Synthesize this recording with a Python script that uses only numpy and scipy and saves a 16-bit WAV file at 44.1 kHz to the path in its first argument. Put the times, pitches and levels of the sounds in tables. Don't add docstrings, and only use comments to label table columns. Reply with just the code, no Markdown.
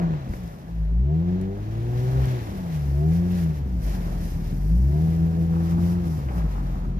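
import sys
import numpy as np
from scipy import signal
from scipy.fft import rfft, irfft, next_fast_len
from scipy.io import wavfile

SR = 44100
rng = np.random.default_rng(int(sys.argv[2]) if len(sys.argv) > 2 else 0)


def persist_wave(psi):
    counts = np.round(np.clip(psi, -1, 1) * 32767).astype(np.int16)
    wavfile.write(sys.argv[1], SR, np.atleast_2d(counts).T)


N = 308259
TIME = np.arange(N) / SR

# time_s, firings_per_s
ENGINE_SPEED = [(0.0, 87.3), (0.1, 80.9), (0.22, 66.9), (0.42, 59.7), (0.58, 44.8), (0.69, 57.4),
                (0.86, 51.9), (0.98, 58.8), (1.12, 77.3), (1.24, 87.2), (1.5, 97.4), (1.85, 118.1),
                (2.2, 132.1), (2.35, 124.0), (2.5, 101.7), (2.8, 71.5), (2.93, 68.4), (3.15, 85.4),
                (3.33, 90.6), (3.52, 76.3), (3.8, 54.2), (4.02, 43.0), (4.48, 40.4), (4.68, 52.5),
                (5.03, 81.8), (5.68, 83.9), (6.0, 88.5), (6.3, 64.0), (6.48, 48.9), (6.75, 43.2),
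                (6.99, 45.5)]
FLYWHEEL_HZ = 12

# start_s, end_s, load (1 = full), bark_share (0 = none, about 1 = full)
PEDAL_PRESSES = [(-.5, -0, 1.05, 0.94), (.82, 2.29, 0.88, 1.07), (2.74, 3.353, 0.98, 0.64),
                 (4.536, 5.962, 0.87, 0.93)]
PRESS_S, LIFT_S = 0.27, 0.23

# multiple (of the firing rate), level_db
PULSE_OVERTONES = [(2, -4.5), (3, -8.5), (4, -10), (5, -12.5), (6, -14), (7, -17), (8, -18.5), (9, -16.5),
                   (10, -21), (12, -17.5)]
IDLE_DB, LOAD_DB = -26, 8.5

# firings_per_s, gain_db
BARK_GAIN_BY_SPEED = [(56, 1), (66, 2), (76, 10), (93, 10.5), (110, 5), (131, 8)]
BARK_FROM_HZ = 260
BARK_IDLE_DB = -9
BARK_LAG_S, BARK_FADE_S = 0.11, 0.32

# start_s, end_s, all_pulses_db (less under load), base_tone_db
COASTING = [(-.3, 0.613, -3, -15), (2.448, 2.723, 1.5, -6.5)]
CUT_S, REFUEL_S = 0.24, 0.19

STALL_AT_S, STALL_WIDTH_S, STALL_DB = 0.603, 0.063, -10

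BANKS_DB, SHUDDER_DB, SHUDDER_AT_S, SHUDDER_WIDTH_S = -20.5, -3.5, 2.2, 0.05

# pitch_hz, gain_db
PIPE_TONE = [(22, -53), (33, -10.5), (42, -4), (58, 3.5), (83, -9.5), (103, -14.5), (128, -5), (160, 1.5),
             (186, -2.5), (222, -28.5), (305, -16.5), (364, -11.5), (395, -10), (435, -28.5), (492, -16.5),
             (570, -32.5), (690, -18.5), (900, -26), (1500, -48.5)]

# multiple (of the firing rate that drives it), pitch_hz, width_hz, level_db
AIRBOX_RESONANCES = [(5, 387.5, 44, -35), (9, 688, 93, -42)]

# time_s, level_db
SNOW_WEIGHT = [(0, -41), (.3, -50.5), (1.0, -53.5), (2.2, -43), (2.9, -49), (3.68, -45.5), (3.85, -42.5),
               (4.7, -45), (6.99, -43)]
STEPS_FROM_S, STEPS_PER_S, STEP_AT_S, STEP_DB = 3.9, 7.19, 5.78, 1.5

# time_s, level_db
TREAD_CHURN = [(0.0, -56), (0.11, -54), (0.99, -66), (1.36, -56.5), (1.5, -59.5), (2.22, -51.5),
               (3.08, -58), (3.37, -54), (3.77, -62), (3.95, -51), (3.97, -54), (4.81, -62), (4.94, -57.5),
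               (6.68, -57.5), (6.97, -64.5), (6.99, -57.5)]
CRUNCH_FOLLOWS = 0.77

# start_s, length_s, level_db
CRUSHED_CLODS = [(-.02, 0.046, -37), (2.11, .12, -42.5), (3.847, .1, -49.5), (4.046, .07, -45.5),
                 (6.282, 0.1, -43.5)]
CLOD_RISE_S, CLOD_FALL_S = 0.0073, 0.16

# start_s, end_s, level_db
FLOOR_DRAGS = [(1.9, 2.85, -64), (5.466, 5.912, -48), (6.245, 6.696, -48)]
DRAG_RISE_S, DRAG_FALL_S, BRUSH_DB = 0.12, 0.42, -64

# time_s, level_db
AIRBORNE_POWDER = [(0, -74), (.5, -66), (1.0, -77.5), (1.85, -66.5), (2.05, -60.5), (3.5, -63.5),
                   (3.65, -70), (3.9, -60), (5.2, -63.5), (6.7, -66), (6.99, -78)]

# start_s, length_s, spray_db, hiss_db
SNOW_SLIDES = [(.28, 0.093, -62, -63), (1.946, .14, -73, -55.5), (2.203, 0.21, -70, -51.5),
               (2.676, 0.099, -64, -54), (3.082, 0.086, -64, -58), (3.271, 0.17, -58.5, -53),
               (3.524, 0.037, -60, -54), (3.798, 0.16, -58.5, -57.5), (4.18, 0.14, -58.5, -56),
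               (4.414, 0.093, -66, -56.5), (4.928, 0.21, -66, -60), (5.607, 0.11, -60, -53.5),
               (5.77, 0.16, -58.5, -55), (6.03, 0.14, -60, -70), (6.308, .08, -61.5, -61)]
SLIDE_RISE_S, SLIDE_FALL_S = 0.043, 0.044

# pitch_hz, gain_db
RUMBLE_TONE = [(20, -38.5), (30, -20.5), (42, 4.5), (70, 10), (110, 5), (175, 5), (230, 0.5), (330, -6),
               (440, -14.5), (700, -23.5), (1500, -52)]
CRUNCH_TONE = [(150, -25), (330, -1), (480, -1.5), (720, -1), (1000, -7), (1300, -11.5), (1650, -15),
               (2200, -26), (4000, -46.5), (9000, -65)]
SCRAPE_TONE = [(350, -27), (600, -10), (820, 1.5), (1050, -1.5), (1300, -2.5), (1700, -16.5), (3000, -33.5)]
HISS_TONE = [(500, -16), (1200, 1.5), (1750, 8.5), (2300, 2.5), (3100, 1.5), (4000, 1), (5000, -7.5),
             (6000, -5), (7200, -9.5), (9000, -26.5), (14000, -31)]
SPRAY_TONE = [(3000, -33), (4400, -2.5), (5500, 0.5), (6300, -2.5), (8000, -5), (9500, 0.5), (11000, -1),
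              (13000, 3), (14500, 0)]
# pitch_hz, likeness (0 to 1)
CHANNEL_LIKENESS = [(60, 1), (200, 1), (400, 0.71), (1000, 0.59), (2500, 0.46), (4000, 0.25), (6500, 0.23),
                    (8500, 0)]

# start_s, peak_db, decay_s (time to fall by 60 dB)
LUMP_KNOCKS = [(.018, -32, .04), (.136, -29, .025), (.335, -29, .04), (6.285, -31, .1), (6.378, -33, .07),
               (6.418, -34, .04)]
ICE_TICKS = [(.358, -40, .008), (.408, -41, .006), (.436, -39, .01), (.477, -40, .008), (.55, -44, .006),
             (.563, -44, .006), (1.413, -38, .02), (2.256, -28, .01), (2.43, -38, .006), (3.587, -37, .014)]
BODY_JOLTS = [(.29, -20, .15), (3.79, -20.5, 0.1), (6.365, -27, 0.054)]
# pitch_hz, gain_db
KNOCK_TONE = [(100, -10), (400, 0), (750, -1), (1200, -4), (1900, -11), (3000, -24), (8000, -42)]
TICK_TONE = [(600, -30), (2000, 1), (6000, -2), (14000, 5)]
JOLT_TONE = [(20, -32), (48, 2.5), (70, -12.5), (200, -16.5), (350, -52), (1000, -71)]

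# pitch_hz, gain_db
LEFT_PORT_TONE = [(100, 1.2), (320, 2), (750, 0.3), (1400, 0), (2200, 4), (3000, 2), (4000, 0.5), (5300, 3),
                  (6500, 1.5), (7600, -3.5), (8300, -13.5), (9200, -28.5), (10500, -17.5), (12500, -12.5)]
LEFT_LAG_S, CUTOFF_HZ = 0.0004, 14700


def engine_speed():
    smoother = signal.butter(1, FLYWHEEL_HZ, fs=SR, output="sos")
    return signal.sosfiltfilt(smoother, in_time(ENGINE_SPEED))


def exhaust(firings, firing_hz, load, uneven_db=-30.5, shake_db=0.72, flutter_db=3.5):
    level_db = IDLE_DB + LOAD_DB * load + STALL_DB * swell(STALL_AT_S, STALL_WIDTH_S)
    base_db = 0
    barking = 0
    for start_s, end_s, _, share in PEDAL_PRESSES:
        barking = barking + share * held(start_s + BARK_LAG_S, end_s + BARK_LAG_S, PRESS_S, BARK_FADE_S)
    bark_db = BARK_IDLE_DB + at_hz(BARK_GAIN_BY_SPEED, firing_hz) * barking
    for start_s, end_s, all_pulses_db, base_tone_db in COASTING:
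        coasting = held(start_s, end_s, CUT_S, REFUEL_S)
        level_db = level_db + all_pulses_db * coasting * (1 - load)
        base_db = base_db + base_tone_db * coasting

    pulses = from_db(base_db) * np.sin(firings)
    for multiple, overtone_db in PULSE_OVERTONES:
        bark_part = 1 / (1 + (BARK_FROM_HZ / (multiple * firing_hz)) ** 10)
        flutter = flutter_db * min(multiple / 6, 1) * drift(13)
        strength = from_db(overtone_db + flutter + bark_part * bark_db)
        pulses += strength * np.sin(multiple * firings)
    shudder = from_db(SHUDDER_DB) * swell(SHUDDER_AT_S, SHUDDER_WIDTH_S)
    pulses += (from_db(BANKS_DB) + shudder) * np.sin(firings / 2)
    for sixth in range(2, 30):
        if sixth % 6:
            strength = from_db(uneven_db) / np.sqrt(max(sixth / 6, 1))
            pulses += strength * np.sin(sixth * firings / 6 + rng.uniform(0, 2 * np.pi))

    pulses *= np.sqrt(2) * from_db(level_db + shake_db * drift(19))
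    running = np.pad(pulses, (SR // 4, 0), "reflect", reflect_type="odd")
    return colour(running, PIPE_TONE)[-N:]


def intake(firings, firing_hz, load):
    howl = 0
    for multiple, centre_hz, width_hz, level_db in AIRBOX_RESONANCES:
        off_tune = (multiple * firing_hz - centre_hz) / (width_hz / 2)
        strength = from_db(level_db + 0.8 * drift(16)) / (1 + off_tune ** 2)
        howl = howl + strength * np.sqrt(2) * np.sin(multiple * firings)
    return howl * load ** 2


def tyres(firings, load, churn_db, rumble_db=10.0, crunch_db=-46.5, pulsing=0.19):
    steps = (TIME > STEPS_FROM_S) * np.cos(2 * np.pi * STEPS_PER_S * (TIME - STEP_AT_S))
    weight_db = in_time(SNOW_WEIGHT) + STEP_DB * steps
    swing_db = CRUNCH_FOLLOWS * (churn_db - churn_db.mean())
    clods = 0
    for start_s, length_s, level_db in CRUSHED_CLODS:
        clods = clods + from_db(level_db) * held(start_s, start_s + length_s, CLOD_RISE_S, CLOD_FALL_S)

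    rumble = spread_noise(RUMBLE_TONE, grains(per_s=120, length_s=0.0059, size_db=4.5, bed=2.5))
    crunch = spread_noise(CRUNCH_TONE, grains(per_s=240, length_s=0.015, size_db=1.4, bed=2.5))
    throb = 1 + pulsing * load * np.cos(firings)
    crunch_level = np.hypot(from_db(swing_db + crunch_db), clods)
    return from_db(weight_db + rumble_db) * rumble + crunch_level * crunch * throb


def floor_scrape():
    drag = from_db(BRUSH_DB)
    for start_s, end_s, level_db in FLOOR_DRAGS:
        drag = drag + from_db(level_db) * held(start_s, end_s, DRAG_RISE_S, DRAG_FALL_S)
    return drag * spread_noise(SCRAPE_TONE, grains(per_s=150, length_s=0.0087, size_db=3.0, bed=0.37))


def thrown_snow(churn_db, hiss_db=0.82, spray_db=9.5, surge_db=0.84):
    surge = from_db(surge_db * drift(12))
    coarse = from_db(churn_db + hiss_db)
    fine = from_db(in_time(AIRBORNE_POWDER))
    for start_s, length_s, slide_spray_db, slide_hiss_db in SNOW_SLIDES:
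        slide = held(start_s, start_s + length_s, SLIDE_RISE_S, SLIDE_FALL_S)
        coarse = np.hypot(coarse, from_db(slide_hiss_db) * slide)
        fine = np.hypot(fine, from_db(slide_spray_db) * slide)
    hiss = spread_noise(HISS_TONE, grains(per_s=640, length_s=0.0056, size_db=3.5, bed=2.3))
    spray = spread_noise(SPRAY_TONE, grains(per_s=1200, length_s=0.00064, size_db=0.5, bed=0.98))
    return surge * (coarse * hiss + from_db(spray_db) * fine * spray)


def blows(table, tone):
    out = np.zeros(N)
    age = TIME[:SR // 3]
    for start_s, peak_db, decay_s in table:
        noise = rng.standard_normal(len(age))
        burst = colour(noise * from_db(-60 * age / decay_s), tone)
        burst *= from_db(peak_db) / np.abs(burst).max()
        start = max(round(start_s * SR), 0)
        out[start:start + len(age)] += burst[:N - start]
    return out


def grains(per_s, length_s, size_db, bed):
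    sizes = from_db(size_db * np.minimum(rng.exponential(1, N), 4))
    born = rng.random(N) < per_s / SR
    fade = np.exp(-2 / (length_s * SR))
    power = signal.lfilter([1], [1, -fade], (born * sizes) ** 2 + 1e-18)
    return np.sqrt(bed + power / power.mean())


def spread_noise(tone, envelope):
    size = next_fast_len(N, real=True)
    white = rfft(rng.standard_normal((3, N)) * envelope, size)
    alike = at_hz(CHANNEL_LIKENESS, np.fft.rfftfreq(size, 1 / SR))
    mixed = np.sqrt(alike) * white[0] + np.sqrt(1 - alike) * white[1:]
    return rms_one(colour(irfft(mixed, size)[:, :N], tone))


def colour(x, tone):
    size = next_fast_len(x.shape[-1] + SR // 4, real=True)
    log_gain = np.log(from_db(at_hz(tone, np.fft.fftfreq(size, 1 / SR))))
    response = np.exp(np.conj(signal.hilbert(log_gain)))[:size // 2 + 1]
    return irfft(rfft(x, size) * response, size)[..., :x.shape[-1]]


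def drift(rate):
    hz = np.fft.rfftfreq(N, 1 / SR)[:N // 64]
    noise = rfft(rng.standard_normal(2 * len(hz)))[:len(hz)]
    slow = rms_one(irfft(noise / (1 + (hz / rate) ** 2)))
    return np.interp(TIME, np.linspace(0, TIME[-1], len(slow)), slow)


def held(start_s, end_s, attack_s, release_s):
    rise = (TIME - start_s) / attack_s
    fall = 1 - (TIME - end_s) / release_s
    return np.clip(np.minimum(rise, fall), 0, 1)


def swell(at_s, width_s):
    return np.exp(-((TIME - at_s) / width_s) ** 2)


def in_time(rows):
    known_s, values = np.transpose(rows)
    return np.interp(TIME, known_s, values)


def at_hz(points, hz):
    known_hz, values = np.transpose(points)
    return np.interp(np.log(np.abs(hz) + 1), np.log(known_hz), values)


def from_db(db):
    return 10 ** (np.asarray(db) / 20)


def rms_one(x):
    return x / np.sqrt(np.mean(x ** 2) + 1e-20)


def scene():
    firing_hz = engine_speed()
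    firings = 2 * np.pi * np.cumsum(firing_hz) / SR
    load = sum(depth * held(start_s, end_s, PRESS_S, LIFT_S) for start_s, end_s, depth, _ in PEDAL_PRESSES)
    churn_db = in_time(TREAD_CHURN)
    engine = exhaust(firings, firing_hz, load) + intake(firings, firing_hz, load)
    snow = tyres(firings, load, churn_db) + floor_scrape() + thrown_snow(churn_db)
    hits = blows(LUMP_KNOCKS, KNOCK_TONE) + blows(ICE_TICKS, TICK_TONE) + blows(BODY_JOLTS, JOLT_TONE)
    return engine + snow + hits


def record(dry):
    size = next_fast_len(N + SR // 10, real=True)
    hz = np.fft.rfftfreq(size, 1 / SR)
    left, right = rfft(dry, size)
    delay = np.exp(-2j * np.pi * hz * LEFT_LAG_S)
    left = left * from_db(at_hz(LEFT_PORT_TONE, hz)) * delay
    low_pass = 1 / np.sqrt(1 + (hz / CUTOFF_HZ) ** 400)
    return irfft(np.array([left, right]) * low_pass, size)[:, :N]


dry = scene()
out = record(dry)
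persist_wave(out)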